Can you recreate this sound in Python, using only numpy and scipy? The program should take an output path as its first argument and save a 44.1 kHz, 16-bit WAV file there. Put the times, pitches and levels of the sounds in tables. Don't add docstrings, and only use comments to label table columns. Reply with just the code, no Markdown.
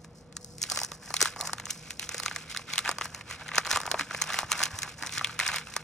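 import sys
import numpy as np
from scipy import signal
from scipy.fft import rfft, irfft, next_fast_len
from scipy.io import wavfile
from scipy.ndimage import uniform_filter1d

SR = 44100
rng = np.random.default_rng(int(sys.argv[2]) if len(sys.argv) > 2 else 0)


def inscribe(sig):
    pcm = np.round(np.clip(np.atleast_2d(sig).T, -1, 1) * 32767)
    wavfile.write(sys.argv[1], SR, pcm.astype(np.int16))


N = 257102

# frequency_hz, relative_db
EDGE_SPECTRUM = [(1200, -80), (2500, -28.5), (4000, -6.5), (4800, 3.5), (5500, 5), (7000, -1.5),
                 (9000, -2.5), (12000, -7.5), (16000, -15.5)]


def crease_snaps():
    # time_s, panel_hz, panel_db, edge_db
    creases = [(0.046, 1790, -48, -49), (0.326, 2540, -50.5, -52), (0.368, 1730, -39.5, -31.5),
               (0.446, 1210, -61, -40), (0.583, 2000, -54, -40.5), (0.618, 3100, -63, -28),
               (0.629, 3800, -57, -23.5), (0.638, 2040, -31, -29), (0.7, 2560, -39, -27),
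               (0.714, 1100, -39, -35), (0.719, 1170, -36, -24.5), (0.748, 1800, -46, -45),
               (0.76, 1820.0, -36, -31), (0.774, 1670, -28.5, -27), (0.79, 1840, -33, -29.5),
               (0.802, 1250, -43, -33), (0.816, 910, -39.5, -30.5), (0.834, 3200.0, -65, -27.5),
               (0.848, 2940.0, -57, -30.5), (0.918, 1170, -36.5, -37.5), (1.105, 1060, -35, -39.5),
               (1.141, 1620, -28, -23.5), (1.167, 3830, -23, -32), (1.206, 1370, -31.5, -26),
               (1.215, 1650, -26, -17), (1.227, 1500, -25.5, -16.5), (1.249, 1680.0, -39, -32),
               (1.257, 1520, -23.5, -30), (1.362, 826, -37.5, -45), (1.369, 945, -40, -60),
               (1.403, 850, -38, -38), (1.411, 1950, -34, -26.5), (1.453, 2280.0, -46, -43),
               (1.474, 1270, -37, -30.5), (1.495, 1180, -34, -60), (1.533, 1440, -30, -28),
               (1.583, 1800, -37, -46), (1.599, 1370, -36.5, -38), (1.656, 3290.0, -40, -34.5),
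               (1.668, 1300, -37, -51), (1.705, 3000, -39.5, -32), (1.708, 3860, -30, -27.5),
               (1.907, 2430, -34, -34), (1.996, 2570, -31.5, -31), (2.028, 1970, -38, -41),
               (2.092, 1370, -34, -30), (2.145, 1870, -35, -33.5), (2.181, 3490.0, -41, -31.5),
               (2.2, 1310, -35.5, -31), (2.234, 1940, -33, -35), (2.257, 2570, -40, -38),
               (2.261, 1740, -26.5, -28), (2.282, 1890, -28.5, -56), (2.313, 1400, -32, -64),
               (2.362, 1820, -30.5, -30.5), (2.548, 1790, -34, -50), (2.594, 1090, -43, -46),
               (2.564, 1830, -32.5, -36.5), (2.573, 2180, -35, -29), (2.736, 2300, -28, -32),
               (2.758, 2390, -32, -36), (2.781, 2500, -19.5, -24.5), (2.79, 1730, -28, -24.5),
               (2.85, 2010, -33, -57), (2.859, 1520, -30, -58), (2.878, 1930, -27, -47),
               (2.892, 1100, -24.5, -25.5), (2.914, 1940, -31, -31), (2.985, 1350, -32, -34),
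               (3.012, 1660, -26.5, -35.5), (3.02, 1500, -30.5, -50), (3.033, 1530, -44, -48),
               (3.056, 1300, -37, -37), (3.147, 1820, -36, -36), (3.211, 1770, -37, -67),
               (3.311, 2070, -32.5, -44), (3.482, 2600, -38, -49), (3.49, 1450, -32.5, -76),
               (3.517, 1490, -32, -83), (3.537, 1400, -38, -57), (3.548, 2100.0, -31, -43),
               (3.557, 2650.0, -36, -29.5), (3.566, 1540, -31, -59), (3.579, 2300, -32, -40),
               (3.582, 1480, -15.5, -18), (3.65, 2200, -34, -41), (3.656, 1500, -33, -48),
               (3.663, 2520, -37, -41), (3.668, 1390, -33.5, -32.5), (3.674, 1500, -30, -46),
               (3.708, 1630, -31, -29), (3.714, 2220, -29, -23), (3.728, 1410, -28.5, -28),
               (3.733, 1380, -28, -32.5), (3.749, 2180, -34, -45), (3.754, 2080, -29.5, -49),
               (3.76, 1010, -24.5, -26), (3.772, 1540, -24.5, -28.5), (3.803, 1120, -32, -36),
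               (3.815, 1260, -40, -35), (3.834, 1400, -35.5, -41), (3.856, 1300, -36, -46),
               (3.865, 1390, -35.5, -34), (3.877, 900, -30.5, -54), (3.915, 1200, -25, -23),
               (3.943, 950, -24, -67), (3.995, 1550, -24.5, -31.5), (4.01, 2050, -24.5, -58),
               (4.11, 1440, -31.5, -67), (4.148, 1820, -28, -40), (4.216, 1500, -31, -27),
               (4.22, 2010, -27, -22), (4.24, 1480, -35.5, -34.5), (4.292, 1510, -40, -40),
               (4.324, 1650, -32.5, -38), (4.334, 2300, -34, -31), (4.343, 1820, -25.5, -36),
               (4.389, 1890, -23, -25.5), (4.431, 925, -30.5, -70), (4.518, 1700, -20.5, -21),
               (4.528, 2060.0, -26, -31), (4.593, 2600, -30, -35), (4.604, 990, -31, -37),
               (4.617, 1330, -29, -41), (4.63, 1630, -23.5, -25), (4.636, 3280, -23.5, -19),
               (4.656, 2470, -32.5, -30), (4.789, 2050.0, -36.5, -32), (4.821, 3250, -33, -35),
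               (4.832, 1990, -30, -29), (5.025, 1720, -33, -34), (5.035, 1570, -31, -39),
               (5.064, 2200, -43, -32.5), (5.094, 3420, -35.5, -49), (5.071, 2070, -36, -34),
               (5.176, 1490, -29, -40), (5.181, 2570, -30.5, -27), (5.194, 1890, -32, -51),
               (5.212, 1310, -29, -58), (5.246, 3110, -18.5, -61), (5.272, 1500, -34.5, -39),
               (5.392, 2100, -26.5, -28), (5.4, 2050, -22, -27), (5.411, 1730, -30, -58),
               (5.465, 2030, -26, -29), (5.479, 3570, -44, -24.5), (5.489, 1630, -28, -41),
               (5.5, 1400, -31, -43), (5.517, 1940, -32, -40), (5.543, 1700, -27.5, -45),
               (5.561, 2220.0, -34, -27.5), (5.57, 2010.0, -32, -48), (5.584, 1760, -31.5, -35),
               (5.295, 1400, -37.5, -55), (5.739, 2400, -41, -43), (5.765, 1720, -25.5, -25)]
    time_s, panel_hz, panel_db, edge_db = np.transpose(creases)[..., None]
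    flip_s, swell_over_decay, jolt = .004, 0.42, 3.04
    bending_rad_per_root_hz = 0.7156
    t, hz = np.arange(1024) / SR, np.fft.rfftfreq(1024, 1 / SR)
    force = rng.standard_normal((len(time_s), 2, len(t)))
    force[..., round(flip_s * SR)] += jolt * np.sign(force[..., 0])
    slowness = np.exp(rng.normal(0, 0.18, (len(time_s), 1, 1)))
    sharpness = amp(0.26 * (edge_db - panel_db).clip(max=0))
    broad = resonance(hz, panel_hz, 2.1 * panel_hz) ** 2
    panel = broad * (sharpness + resonance(hz, panel_hz, 0.4 * panel_hz))
    panel *= np.exp(-1j * bending_rad_per_root_hz * (np.sqrt(hz) - hz / 100))
    edge = amp(along(EDGE_SPECTRUM, hz))
    samples = ((time_s - flip_s) * SR).astype(int) + np.arange(len(t))
    out = np.zeros((2, N + SR))
    for response, level_db, decay_s in [(panel[:, None], panel_db, .0013), (edge, edge_db, .001)]:
        tau_s = decay_s * slowness * np.where(t < flip_s, swell_over_decay, 1)
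        burst = force * np.exp(-abs(t - flip_s) / tau_s)
        wave = irfft(rfft(burst) * response)
        rms = np.sqrt(np.sum(wave[:, 0] ** 2, axis=1, keepdims=True) / 300)
        wave *= (amp(level_db) / rms)[..., None]
        out += [np.bincount(samples.ravel(), wave[:, k].ravel(), N + SR) for k in range(2)]
    return out[:, :N]


def rustle():
    panels_hz = [734, 951, 1101, 1560, 2290, 3190]
    ring_hz, panel_gain, edge_gain = hand_movements()
    edge_force = crackle(count=1600, spread_db=2.0, t60=0.009, hiss=0.7)
    out = edge_gain * unit(coloured(edge_force, EDGE_SPECTRUM))
    nearness = [np.exp(-(np.log(ring_hz / hz) / 0.3) ** 2) for hz in panels_hz]
    panel_force = crackle(count=1300, spread_db=3, t60=0.013, hiss=0.9)
    for hz, share in zip(panels_hz, nearness / np.sum(nearness, axis=0)):
        ring = filtered(panel_force, lambda f: resonance(f, hz, .55 * hz) ** 2)
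        out += panel_gain * np.sqrt(share) * unit(ring)
    return out


def crackle(count, spread_db, t60, hiss):
    when, rarity = rng.random((count, 2)).T
    sizes = amp(-spread_db * np.log(rarity + .02))
    impulses = np.bincount((when * N).astype(int), sizes, N)
    grain = strike_envelope(np.arange(SR // 20) / SR, t60, rise_s=.002)
    envelope = signal.fftconvolve(impulses, grain)[:N]
    return (hiss + unit(envelope)) * rng.standard_normal((2, N))


def hand_movements():
    # start_s, length_s, ring_hz, panel_db, edge_db
    moves = [(0.00, 0.065, 900, -75, -61), (0.159, 0.034, 1210, -75, -59), (0.362, 0.33, 1310, -73, -56),
             (0.619, 0.049, 2510, -45.5, -46), (0.697, 0.14, 1640, -41.5, -40),
             (0.89, 0.06, 1490, -52.5, -50), (1.028, 0.086, 1580, -47, -48), (1.161, 0.017, 2000, -42, -42),
             (1.211, 0.065, 1890, -33, -35), (1.391, 0.033, 960, -44.5, -45.5),
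             (1.45, 0.021, 1400, -41.5, -38), (1.51, 0.15, 1610, -50.5, -59),
             (1.695, 0.017, 1960, -42, -41), (1.73, 0.2, 2130, -50, -49.5),
             (2.018, 0.023, 2180, -39, -42.5), (2.117, 0.081, 1980, -41, -45.5),
             (2.226, 0.2, 1960, -42.5, -46.5), (2.505, 0.0076, 2350, -36.5, -41.5),
             (2.562, 0.053, 1870, -46.5, -53.5), (2.686, 0.12, 2060, -38.5, -45),
             (2.857, 0.039, 1660, -32, -41.5), (3.02, 0.029, 1670, -38.5, -41),
             (3.132, 0.062, 1600, -45, -51.5), (3.288, 0.062, 2000, -39.5, -47.5),
             (3.401, 0.11, 1830, -43.5, -54.5), (3.551, 0.049, 1840, -34, -44.5),
             (3.699, 0.059, 1770, -31, -37.5), (3.84, 0.13, 1100, -43, -50.5),
             (3.995, 0.011, 1840, -33.5, -39.5), (4.106, 0.32, 1760, -40, -46),
             (4.303, 0.11, 1740, -34.5, -40), (4.511, 0.15, 1730, -34.5, -38.5),
             (4.712, 0.17, 1540, -41.5, -45.5), (4.892, 0.019, 2170, -43.5, -53),
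             (4.99, 0.089, 1550, -41.5, -46), (5.128, 0.02, 2200, -35.5, -35.5),
             (5.167, 0.18, 1900, -42, -48), (5.411, 0.17, 1950, -32.5, -40.5),
             (5.673, 0.13, 1820, -45.5, -50)]
    # ring_hz, panel_db, edge_db
    held = (810, -97, -73)
    rise_db_per_s, fall_db_per_s, settle_s = 571, 408, 0.099
    t = np.arange(0, N + 64, 64) / SR
    start_s, length_s, ring_hz, panel_db, edge_db = np.transpose(moves)[..., None]
    before_s, after_s = (start_s - t).clip(0), (t - start_s - length_s).clip(0)
    drop_db = rise_db_per_s * before_s + fall_db_per_s * after_s / (1 + after_s / settle_s)
    panel, edge = amp(panel_db - drop_db) ** 2, amp(edge_db - drop_db) ** 2
    held_hz, held_panel, held_edge = held[0], amp(held[1]) ** 2, amp(held[2]) ** 2
    panel_power, edge_power = panel.sum(axis=0) + held_panel, edge.sum(axis=0) + held_edge
    mean_hz = (np.sum(panel * ring_hz, axis=0) + held_panel * held_hz) / panel_power
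    curves = mean_hz, np.sqrt(panel_power), np.sqrt(edge_power)
    return [np.interp(np.arange(N) / SR, t, curve) for curve in curves]


def paper_colour(x):
    # pitch_hz, width_hz, lift_db
    rings = [(1177, 30, 6), (1247, 11.4, 4.5), (1734, 83, 0.5), (2110, 114, 2.5), (4220, 40, 6.5)]
    lifts = lambda f: [1 + (amp(db) - 1) * resonance(f, hz, width_hz) for hz, width_hz, db in rings]
    return filtered(x, lambda f: np.prod(lifts(f), axis=0))


def wrapper_pops():
    # start_s, peak_db, pitch_hz
    flexes = [(0.719, -29, 716), (0.774, -31.5, 600), (0.816, -31.5, 850), (0.918, -38.5, 590),
              (1.217, -30, 510), (1.227, -25, 410), (2.146, -33.5, 510), (2.892, -23.5, 720),
              (3.581, -26.5, 494), (3.941, -23.5, 556), (4.145, -29, 625)]
    return damped_sines(flexes, t60=0.018, rise_s=0.00093)


def table_thuds():
    # start_s, peak_db, pitch_hz
    thuds = [(3.739, -39, 97), (4.005, -39.5, 280), (4.44, -38.5, 119), (4.735, -35, 96),
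             (5.02, -44.5, 283), (5.178, -37, 132)]
    return damped_sines(thuds, t60=0.097, rise_s=0.0026)


def room_reverb(x):
    # frequency_hz, t60_s
    decay_times = [(300, 0.024), (2000, 0.056), (10000, 0.027)]
    hz, t, spectrum = signal.stft(x, SR, nperseg=128)
    power = uniform_filter1d(abs(spectrum) ** 2, size=3, axis=0)
    fade = amp(-60 * t[:400] / along(decay_times, hz)[:, None]) ** 2
    power = signal.fftconvolve(power, fade / fade.sum(1, keepdims=True), axes=1)[:, :len(t)]
    noise = signal.stft(rng.standard_normal((2, N)), nperseg=128)[2]
    return signal.istft(unit(noise) * np.sqrt(abs(power)), nperseg=128)[1][:, :N]


def appliance_drone():
    # frequency_hz, relative_db
    rumble = [(15, -63), (25, -24), (52, -6), (90, -0.5), (106, -8), (165, -3), (374, -13.5), (477, -15.5),
              (582, -14), (5000, -34), (6500, -79), (11000, -120)]
    # pitch_hz, width_hz, level_db
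    hums = [(119.4, 4.8, -61.5), (157.9, 8.2, -58), (208, 4.1, -66), (485, 36, -61.5)]
    out = amp(db=-53.5) * unit(coloured(rng.standard_normal((2, N)), rumble))
    for hz, width_hz, db in hums:
        band = lambda f: 1 / (1 + (2 * (f - hz) / width_hz) ** 2)
        out += amp(db) * unit(filtered(rng.standard_normal((2, N)), band))
    return out


def port_pair(source):
    # frequency_hz, correlation
    coherence = [(100, .99), (600, .9), (1200, .98), (1800, .995), (2300, .9), (3200, .5), (5500, .88),
                 (15000, .95)]
    angle = lambda hz: np.arccos(along(coherence, hz)) / 2
    mid, side = filtered(source, lambda hz: np.array([np.cos(angle(hz)), np.sin(angle(hz))]))
    return np.array([mid + side, mid - side])


def damped_sines(events, t60, rise_s):
    out, t = np.zeros(N + SR), np.arange(SR // 5) / SR
    envelope = strike_envelope(t, t60, rise_s)
    for start_s, db, hz in events:
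        out[round(start_s * SR):][:len(t)] += amp(db) * envelope * np.sin(2 * np.pi * hz * t)
    return out[:N]


def strike_envelope(t, t60, rise_s):
    shape = amp(-60 * t / t60) * (1 - np.exp(-t / rise_s))
    return shape / shape.max()


def resonance(hz, centre_hz, width_hz):
    return 1j * hz * width_hz / (centre_hz ** 2 - hz ** 2 + 1j * hz * width_hz)


def coloured(x, points):
    closed = [(points[0][0] / 2, -90)] + list(points) + [(SR / 2, -90)]
    return filtered(x, lambda hz: amp(along(closed, hz)))


def filtered(x, response):
    size = next_fast_len(N + SR // 2)
    return irfft(rfft(x, size) * response(np.fft.rfftfreq(size, 1 / SR)), size)[..., :N]


def along(points, hz):
    points_hz, values = np.transpose(points)
    return np.interp(np.log(hz + 1), np.log(points_hz + 1), values)


def amp(db):
    return 10 ** (np.asarray(db) / 20)


def unit(x):
    return x / np.sqrt(np.mean(abs(x) ** 2) + 1e-20)


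def scene():
    paper = paper_colour(crease_snaps() + rustle())
    reverb = amp(-7.5) * room_reverb(paper[0])
    return port_pair(paper + reverb + appliance_drone()) + wrapper_pops() + table_thuds()


def record(dry):
    # frequency_hz, left_lead_rad
    phase_gap = [(200, 0), (650, -.3), (1800, 0), (2700, 1.1), (3800, .9), (4800, 3.6), (5350, 6.3),
                 (6000, 7.05), (9000, 8.2), (12500, 9.15), (14500, 9.42)]
    # frequency_hz, left_minus_right_db
    level_gap = [(1700, 0), (2300, -0.5), (4800, -5), (5400, 2), (6500, 0)]
    ceiling, dip_hz, top_hz = .85, 2900, 16500
    rounded = dry / (1 + abs(dry / ceiling) ** 4) ** (1 / 4)
    half = np.array([[.5], [-.5]])
    body = lambda hz: amp(-3 * np.exp(-(np.log((hz + 1) / dip_hz) / 1.1) ** 2))
    ports = lambda hz: amp(half * along(level_gap, hz)) * np.exp(1j * half * along(phase_gap, hz))
    return filtered(rounded, lambda hz: body(hz) * ports(hz) * (hz < top_hz))


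dry = scene()
out = record(dry)
inscribe(out)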